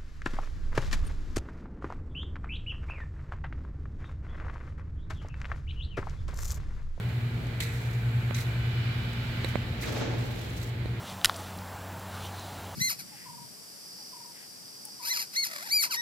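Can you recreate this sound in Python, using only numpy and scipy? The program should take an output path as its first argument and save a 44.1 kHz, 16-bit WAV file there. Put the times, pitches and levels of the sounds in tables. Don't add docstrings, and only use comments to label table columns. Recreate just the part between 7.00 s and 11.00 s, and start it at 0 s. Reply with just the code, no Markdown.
import sys
import numpy as np
from scipy import signal
from scipy.fft import rfft, irfft
from scipy.io import wavfile
from scipy.ndimage import uniform_filter1d

SR = 44100
rng = np.random.default_rng(int(sys.argv[2]) if len(sys.argv) > 2 else 0)


def transcribe(signal):
    frames = np.atleast_2d(signal).T
    limited = np.clip(frames, -1, 1)
    pcm = np.round(limited * 32767).astype(np.int16)
    wavfile.write(sys.argv[1], SR, pcm)


N = 176400

# frequency in Hz, relative density in dB.
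RUMBLE_SHAPE = [(20, -31), (35, -9), (52, -1), (80, 1.5), (110, -3), (165, -3), (210, -9), (300, -13),
                (450, -20), (700, -22.5), (1100, -37.5), (2500, -50.5)]
HISS_SHAPE = [(300, -20), (700, -2.5), (1100, -1), (1600, 0.5), (2300, 2.5), (3000, -7.5), (4200, -6),
              (5300, -20.5), (7500, -19), (9500, -44), (16000, -84)]
SHRILL_SHAPE = [(1200, -13.5), (2400, -3.5), (3100, 1), (4100, -2.5), (5200, -10.5), (8000, -38.5),
                (16000, -23)]
SIZZLE_SHAPE = [(3000, 10), (5500, -13.5), (7600, 1.5), (9400, -13), (11800, 2), (13500, -6), (16000, -4)]
RATTLE_SHAPE = [(200, 1), (400, 16.5), (550, 23.5), (800, -17), (1300, -11), (2000, 15.5), (3000, -6),
                (4050, 12.5), (5200, -13), (8300, -7.5), (16000, -18)]
RASP_SHAPE = [(150, -10), (260, 6), (450, 4.5), (800, -5.5), (1200, -7), (2100, -7), (4200, -12.5),
              (7000, -18.5), (16000, -66)]
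GRIT_SHAPE = [(300, -17), (1300, -10), (2100, 7.5), (2900, -7.5), (3900, 7.5), (5200, -5.5), (7800, -0.5),
              (9500, -10), (11800, -5), (16000, -14.5)]
DUST_SHAPE = [(1500, -14), (4000, 6.5), (7400, 5.5), (9500, -1.5), (12500, 1), (16000, -1)]
# time in seconds, level in dB.
RUMBLE_BASS_DB = [(0, -39), (1.45, -39), (1.72, -35.5), (1.95, -40), (2.5, -36.5), (2.85, -42), (3.5, -40),
                  (4, -43)]
HUM_DB = [(0, -31), (.18, -29.5), (.45, -34), (.7, -35), (.9, -30), (1.17, -26), (1.38, -30), (1.8, -28),
          (2.1, -35), (2.5, -34.5), (2.85, -37.5), (3.2, -31), (3.45, -43), (3.7, -34.5), (4, -33)]
HUM_OCTAVE_DB = [(0, -53), (.35, -45.5), (.9, -56), (1.2, -49.5), (1.75, -57), (2.2, -43.5), (2.9, -49),
                 (3.4, -59), (4, -63)]
HISS_DB = [(0, -47.5), (1.2, -46.5), (1.85, -44), (2.1, -46), (2.45, -41.5), (2.75, -46), (3.2, -45.5),
           (3.6, -49), (4, -46.5)]
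CASING_DB = [(0, -57), (1.85, -46.5), (2.5, -54), (4, -67)]
SHRILL_RUSH_DB = [(0, -55.5), (1.2, -56.5), (1.5, -52.5), (1.85, -47), (2.55, -48), (2.8, -50.5),
                  (3.4, -50), (4, -57.5)]
SHRILL_WHINE_DB = [(0, -64), (1.15, -67), (1.83, -52.5), (2.05, -56), (2.62, -57.5), (2.84, -68)]
SIZZLE_DB = [(0, -52), (.5, -57.5), (1.15, -50.5), (1.55, -51.5), (1.9, -56), (2.4, -50), (2.75, -56),
             (3.1, -60), (3.72, -55.5), (4, -64)]
# frequency in Hz, level in dB re HUM_DB.
HUM_TONES = [(117.15, -0.5), (127.0, -6.5)]
# frequency in Hz, level in dB.
DRONE_TONES = [(93.9, -45.5), (61, -49.5), (58.54, -50.5), (177, -55), (349, -57), (406.4, -60.5),
               (462, -59), (872, -64)]
# frequency in Hz, level in dB re the hiss.
WHINE_TONES = [(1403, -18), (1540, -17), (1631, -17.5), (2013, -19)]
# frequency in Hz, width in Hz, relative level in dB.
CASING_MODES = [(1536, 170, 0.5), (2356, 52, 1)]
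HOLLOW_MODES = [(251, 56, 3), (333, 13, 1.5), (396.4, 17, -2), (591, 30, 0.5), (670, 22, -11),
                (765, 11, -5), (823, 24, -2.5)]
STONE_MODES = [(2050, 520, 0), (2420, 620, -1)]
# frequency in Hz, T60 in seconds, relative gain in dB.
PHONE_MODES = [(203, 0.018, -6), (587, 0.0068, -2.5), (1180, 0.00091, 9.5), (2220, 0.0044, -4)]
# start in seconds, peak in dB, brightness in Hz, rattle in dB re the peak.
FINGER_KNOCKS = [(1.3095, -15.5, 2000, -28), (2.4458, -18, 2500, -7), (2.5562, -8, 1200, -29),
                 (3.858, -20, 450, -21)]
# start in seconds, crunch in dB, heel in dB re crunch, decay in seconds, chip ring in Hz.
FOOTFALLS = [(.603, -36.5, 4.5, .055, 3690), (1.344, -41, 3.5, .065, 6250), (2.822, -42, -10, .06, 3730),
             (3.612, -47.5, 0, .025, 4200)]
# start in seconds, length in seconds, level in dB.
STONE_GRINDS = [(.606, 0.15, -45), (1.345, 0.085, -47.5), (2.824, 0.031, -39.5)]
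# start, rise, hold and release in seconds, level in dB.
SOLE_SLIDES = [(0.67, 0.085, 0.066, .25, -54), (1.34, 0.014, 0.055, 0.053, -45.5),
               (2.449, .02, 0.016, 0.061, -52), (2.8, 0.025, 0.035, 0.061, -45),
               (2.887, 0.041, 0.057, .06, -48), (3.143, 0.056, 0.37, 0.15, -54),
               (3.53, 0.11, 0.028, 0.053, -55)]
# start in seconds, level in dB.
DUST_TICKS = [(.091, -53), (.469, -52), (.636, -34.5), (2.132, -45), (2.567, -49)]
# frequency in Hz, left minus right in dB.
MIC_BALANCE = [(100, 0.5), (700, -1), (1200, -3.5), (2100, -3.5), (4000, -7), (5500, 0.5), (7300, -1),
               (9500, -2), (12000, -7.5), (16000, 1.5)]

HALL_T60_S, HALL_TREBLE_T60_S = 2.05, 1
RUMBLE_WIDE_HZ, RUMBLE_BASS_HZ, ROAR_DB = 463, 222, -37
HUMS_IN_PHASE_S, HUM_WANDER_RAD, HUM_WAVER_DB = 1.175, .1, .6
SHRILL_HZ, SHRILL_JITTER_RAD = 2960, .6
THUD_LEFT_DB, RATTLE_DECAY_S = -12.5, .0035
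SCRAPE_S, RASP_DB, HOLLOW_DB, JUDDER_DB = 2.751, -37, -38, 2.5
GRAINS_PER_S, GRIT_SPREAD_DB, DUST_SPREAD_DB, CATCH_DB = 7000, 1, 2.5, 2.3
HEEL_DELAY_S, HEEL_DECAY_S, CHIP_WIDTH_HZ, CHIP_DB, STEP_HALL_DB = .001, .0045, 450, 4, -6.5
LOWPASS_HZ = 15850


def undb(db):
    return 10 ** (np.asarray(db) / 20)


def times():
    return np.arange(N) / SR


def unit(x):
    return x / np.sqrt(np.mean(x ** 2) + 1e-20)


def curve(rows):
    return np.interp(times(), *np.array(rows).T)


def drift(rate_hz):
    span = max(int(SR / rate_hz), 2)
    stairs = np.repeat(rng.standard_normal(2048), span)[:N]
    return 1.51 * uniform_filter1d(uniform_filter1d(stairs, span), span)


def fall(start_s, decay_s):
    age_s = times() - start_s
    return np.clip(age_s / 0.00027, 0, 1) * np.exp(-np.maximum(age_s, 0) / decay_s)


def swell(start_s, rise_s, hold_s, release_s):
    return np.interp(times(), start_s + np.cumsum([0, rise_s, hold_s, release_s]), [0, 1, 1, 0])


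def colour(x, shape):
    hz, db = np.array(shape, float).T
    bins_hz = np.fft.rfftfreq(8192, 1 / SR)
    cepstrum = irfft(np.log(undb(np.interp(np.log(bins_hz + 1), np.log(hz), db))))
    half = len(cepstrum) // 2
    cepstrum[1:half] *= 2
    cepstrum[half + 1:] = 0
    impulse = irfft(np.exp(rfft(cepstrum)))
    return signal.fftconvolve(x, impulse[None] / np.linalg.norm(impulse), axes=-1)[:, :N]


def ring(x, hz, t60_s):
    return signal.lfilter([1], [1, -np.exp((2j * np.pi * hz - np.log(1000) / t60_s) / SR)], x).imag


def resonate(x, modes):
    out = sum(undb(db) * unit(ring(x, hz, np.log(1000) / (np.pi * width))) for hz, width, db in modes)
    return unit(out) * x.std()


def place(three, shared, pan_db):
    pair = np.sqrt(shared) * three[0] + np.sqrt(1 - shared) * three[1:]
    return pair * undb(np.array([[pan_db], [-pan_db]]) / 2)


def grains(spread_db):
    size = undb(spread_db * np.minimum(rng.exponential(size=(3, N)), 5))
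    return unit((rng.random((3, N)) < GRAINS_PER_S / SR) * size * rng.standard_normal((3, N)))


def air():
    return place(rng.standard_normal((3, N)), shared=0.037, pan_db=2.0)


def hall(x):
    noise, t = rng.standard_normal((2, N)), times()
    low = signal.sosfilt(signal.butter(2, 3000, fs=SR, output="sos"), noise)
    tail = low * 1000 ** (-t / HALL_T60_S) + (noise - low) * 1000 ** (-t / HALL_TREBLE_T60_S)
    tail *= np.clip(t / 0.0097, 0, 1)
    return signal.fftconvolve(x, tail / np.linalg.norm(tail[0]), axes=-1)[:, :N]


def rumble():
    mid, side = colour(rng.standard_normal((2, N)), RUMBLE_SHAPE)
    side = signal.sosfilt(signal.butter(1, RUMBLE_WIDE_HZ, "high", fs=SR, output="sos"), side) * 0.67
    noise = mid + side * np.array([[1], [-1]])
    bass = signal.sosfiltfilt(signal.butter(2, RUMBLE_BASS_HZ, fs=SR, output="sos"), noise)
    return (undb(curve(RUMBLE_BASS_DB)) * bass + undb(ROAR_DB) * (noise - bass)) * undb(drift(11))


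def machine_hum():
    phase_per_hz = 2 * np.pi * (times() - HUMS_IN_PHASE_S)
    hum = 0
    for hz, db in HUM_TONES:
        gain = undb(db + curve(HUM_DB) + HUM_WAVER_DB * drift(10))
        hum += gain * np.cos(hz * phase_per_hz + HUM_WANDER_RAD * drift(17))
    for hz, db in DRONE_TONES:
        hum += undb(db + 2 * drift(3.6)) * np.cos(hz * phase_per_hz + 1.37 * drift(3))
    octave_hz = 2 * HUM_TONES[0][0]
    hum += undb(curve(HUM_OCTAVE_DB)) * np.cos(octave_hz * phase_per_hz + .5 * drift(2.87))
    return np.sqrt(2) * hum


def whine(hz, scatter):
    carrier = np.exp(2j * np.pi * hz * times())
    versions = []
    for _ in range(3):
        direct = np.exp(2j * np.pi * rng.random())
        scattered = scatter * (drift(22.3) + 1j * drift(22.09))
        versions.append(((direct + scattered) * carrier).real)
    return unit(np.array(versions))


def shrill_machine():
    phase = 2 * np.pi * SHRILL_HZ * times()
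    tone = unit(np.array([np.cos(phase + SHRILL_JITTER_RAD * drift(70)) for _ in range(2)]))
    rush = colour(air(), SHRILL_SHAPE)
    return rush * undb(curve(SHRILL_RUSH_DB)) + tone * undb(curve(SHRILL_WHINE_DB))


def machine_hiss():
    whines = sum(undb(db) * whine(hz, scatter=1.1) for hz, db in WHINE_TONES)
    whines = place(whines, shared=0.5, pan_db=-2)
    casings = resonate(air(), CASING_MODES) * undb(curve(CASING_DB))
    shrill = shrill_machine()
    sizzle = colour(air(), SIZZLE_SHAPE) * undb(curve(SIZZLE_DB) + 0.28 * drift(12.3))
    hiss = (colour(air(), HISS_SHAPE) + whines) * undb(curve(HISS_DB) + 0.41 * drift(13))
    return hiss + casings + shrill + sizzle


def finger_knocks():
    thuds, shake = 0, 0
    for start_s, peak_db, hz, rattle_db in FINGER_KNOCKS:
        age_rad = np.maximum(times() - start_s, 0) * 2 * np.pi * hz
        push = age_rad * np.exp(-age_rad)
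        thud = sum(undb(db) * ring(push, mode_hz, t60_s) for mode_hz, t60_s, db in PHONE_MODES)
        thud = signal.sosfilt(signal.butter(1, 220, "high", fs=SR, output="sos"), thud)
        thuds -= undb(peak_db) * thud / np.abs(thud).max()
        shake += undb(peak_db + rattle_db) * fall(start_s - .0005, RATTLE_DECAY_S)
    rattle = colour(place(grains(0.37), shared=0.75, pan_db=-9.0) * shake, RATTLE_SHAPE)
    return thuds * undb([[THUD_LEFT_DB], [0]]) + rattle


def hollow_scrape():
    friction = place(grains(1.6), shared=0.22, pan_db=2.3) * swell(SCRAPE_S, 0.15, 0.035, 0.3)
    rasp = colour(friction * undb(JUDDER_DB * drift(85)), RASP_SHAPE)
    body = resonate(place(grains(3.0), shared=0.97, pan_db=1.5), HOLLOW_MODES)
    body *= swell(SCRAPE_S + 0.12, 0.086, 0.049, 0.29)
    direct = undb(RASP_DB) * rasp + undb(HOLLOW_DB) * body
    return direct + undb(-3.5) * hall(direct)


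def grit_crunch(catch):
    grit = place(grains(GRIT_SPREAD_DB), shared=0.028, pan_db=0.0)
    crunch = 0
    for start_s, db, heel_db, decay_s, chip_hz in FOOTFALLS:
        heel = undb(heel_db) * fall(start_s + HEEL_DELAY_S, HEEL_DECAY_S)
        cracks = grit * undb(db) * (fall(start_s, decay_s) * catch + heel)
        chip = resonate(grit * undb(db) * heel, [(chip_hz, CHIP_WIDTH_HZ, 0)])
        crunch += colour(cracks, GRIT_SHAPE) + undb(CHIP_DB) * chip
    return crunch


def stone_grind():
    envelope = sum(undb(db) * swell(start_s, 0.006, length_s / 2, length_s / 2)
                   for start_s, length_s, db in STONE_GRINDS)
    friction = place(grains(0.73), shared=0.56, pan_db=0.5)
    return resonate(resonate(friction, STONE_MODES), STONE_MODES) * envelope


def dust_slide(catch):
    slides = sum(undb(db) * swell(*timing_s) for *timing_s, db in SOLE_SLIDES)
    ticks = sum(undb(db) * fall(start_s, 0.0047) for start_s, db in DUST_TICKS)
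    dust = place(grains(DUST_SPREAD_DB), shared=0.041, pan_db=0.5)
    return colour(dust * (slides + ticks) * catch, DUST_SHAPE)


def footsteps():
    catch = undb(CATCH_DB * drift(140))
    steps = grit_crunch(catch) + stone_grind()
    return steps + dust_slide(catch) + undb(STEP_HALL_DB) * hall(steps.mean(axis=0, keepdims=True))


def scene():
    return machine_hum() + rumble() + machine_hiss() + footsteps() + hollow_scrape() + finger_knocks()


def record(dry):
    hz, db = np.array(MIC_BALANCE, float).T
    balance_db = np.interp(np.log(np.fft.rfftfreq(N, 1 / SR) + 1), np.log(hz), db)
    heard = irfft(rfft(dry) * undb(np.array([balance_db, -balance_db]) / 2), N)
    return signal.sosfilt(signal.ellip(10, .2, 80, LOWPASS_HZ, fs=SR, output="sos"), heard)


dry = scene()
out = record(dry)
transcribe(out)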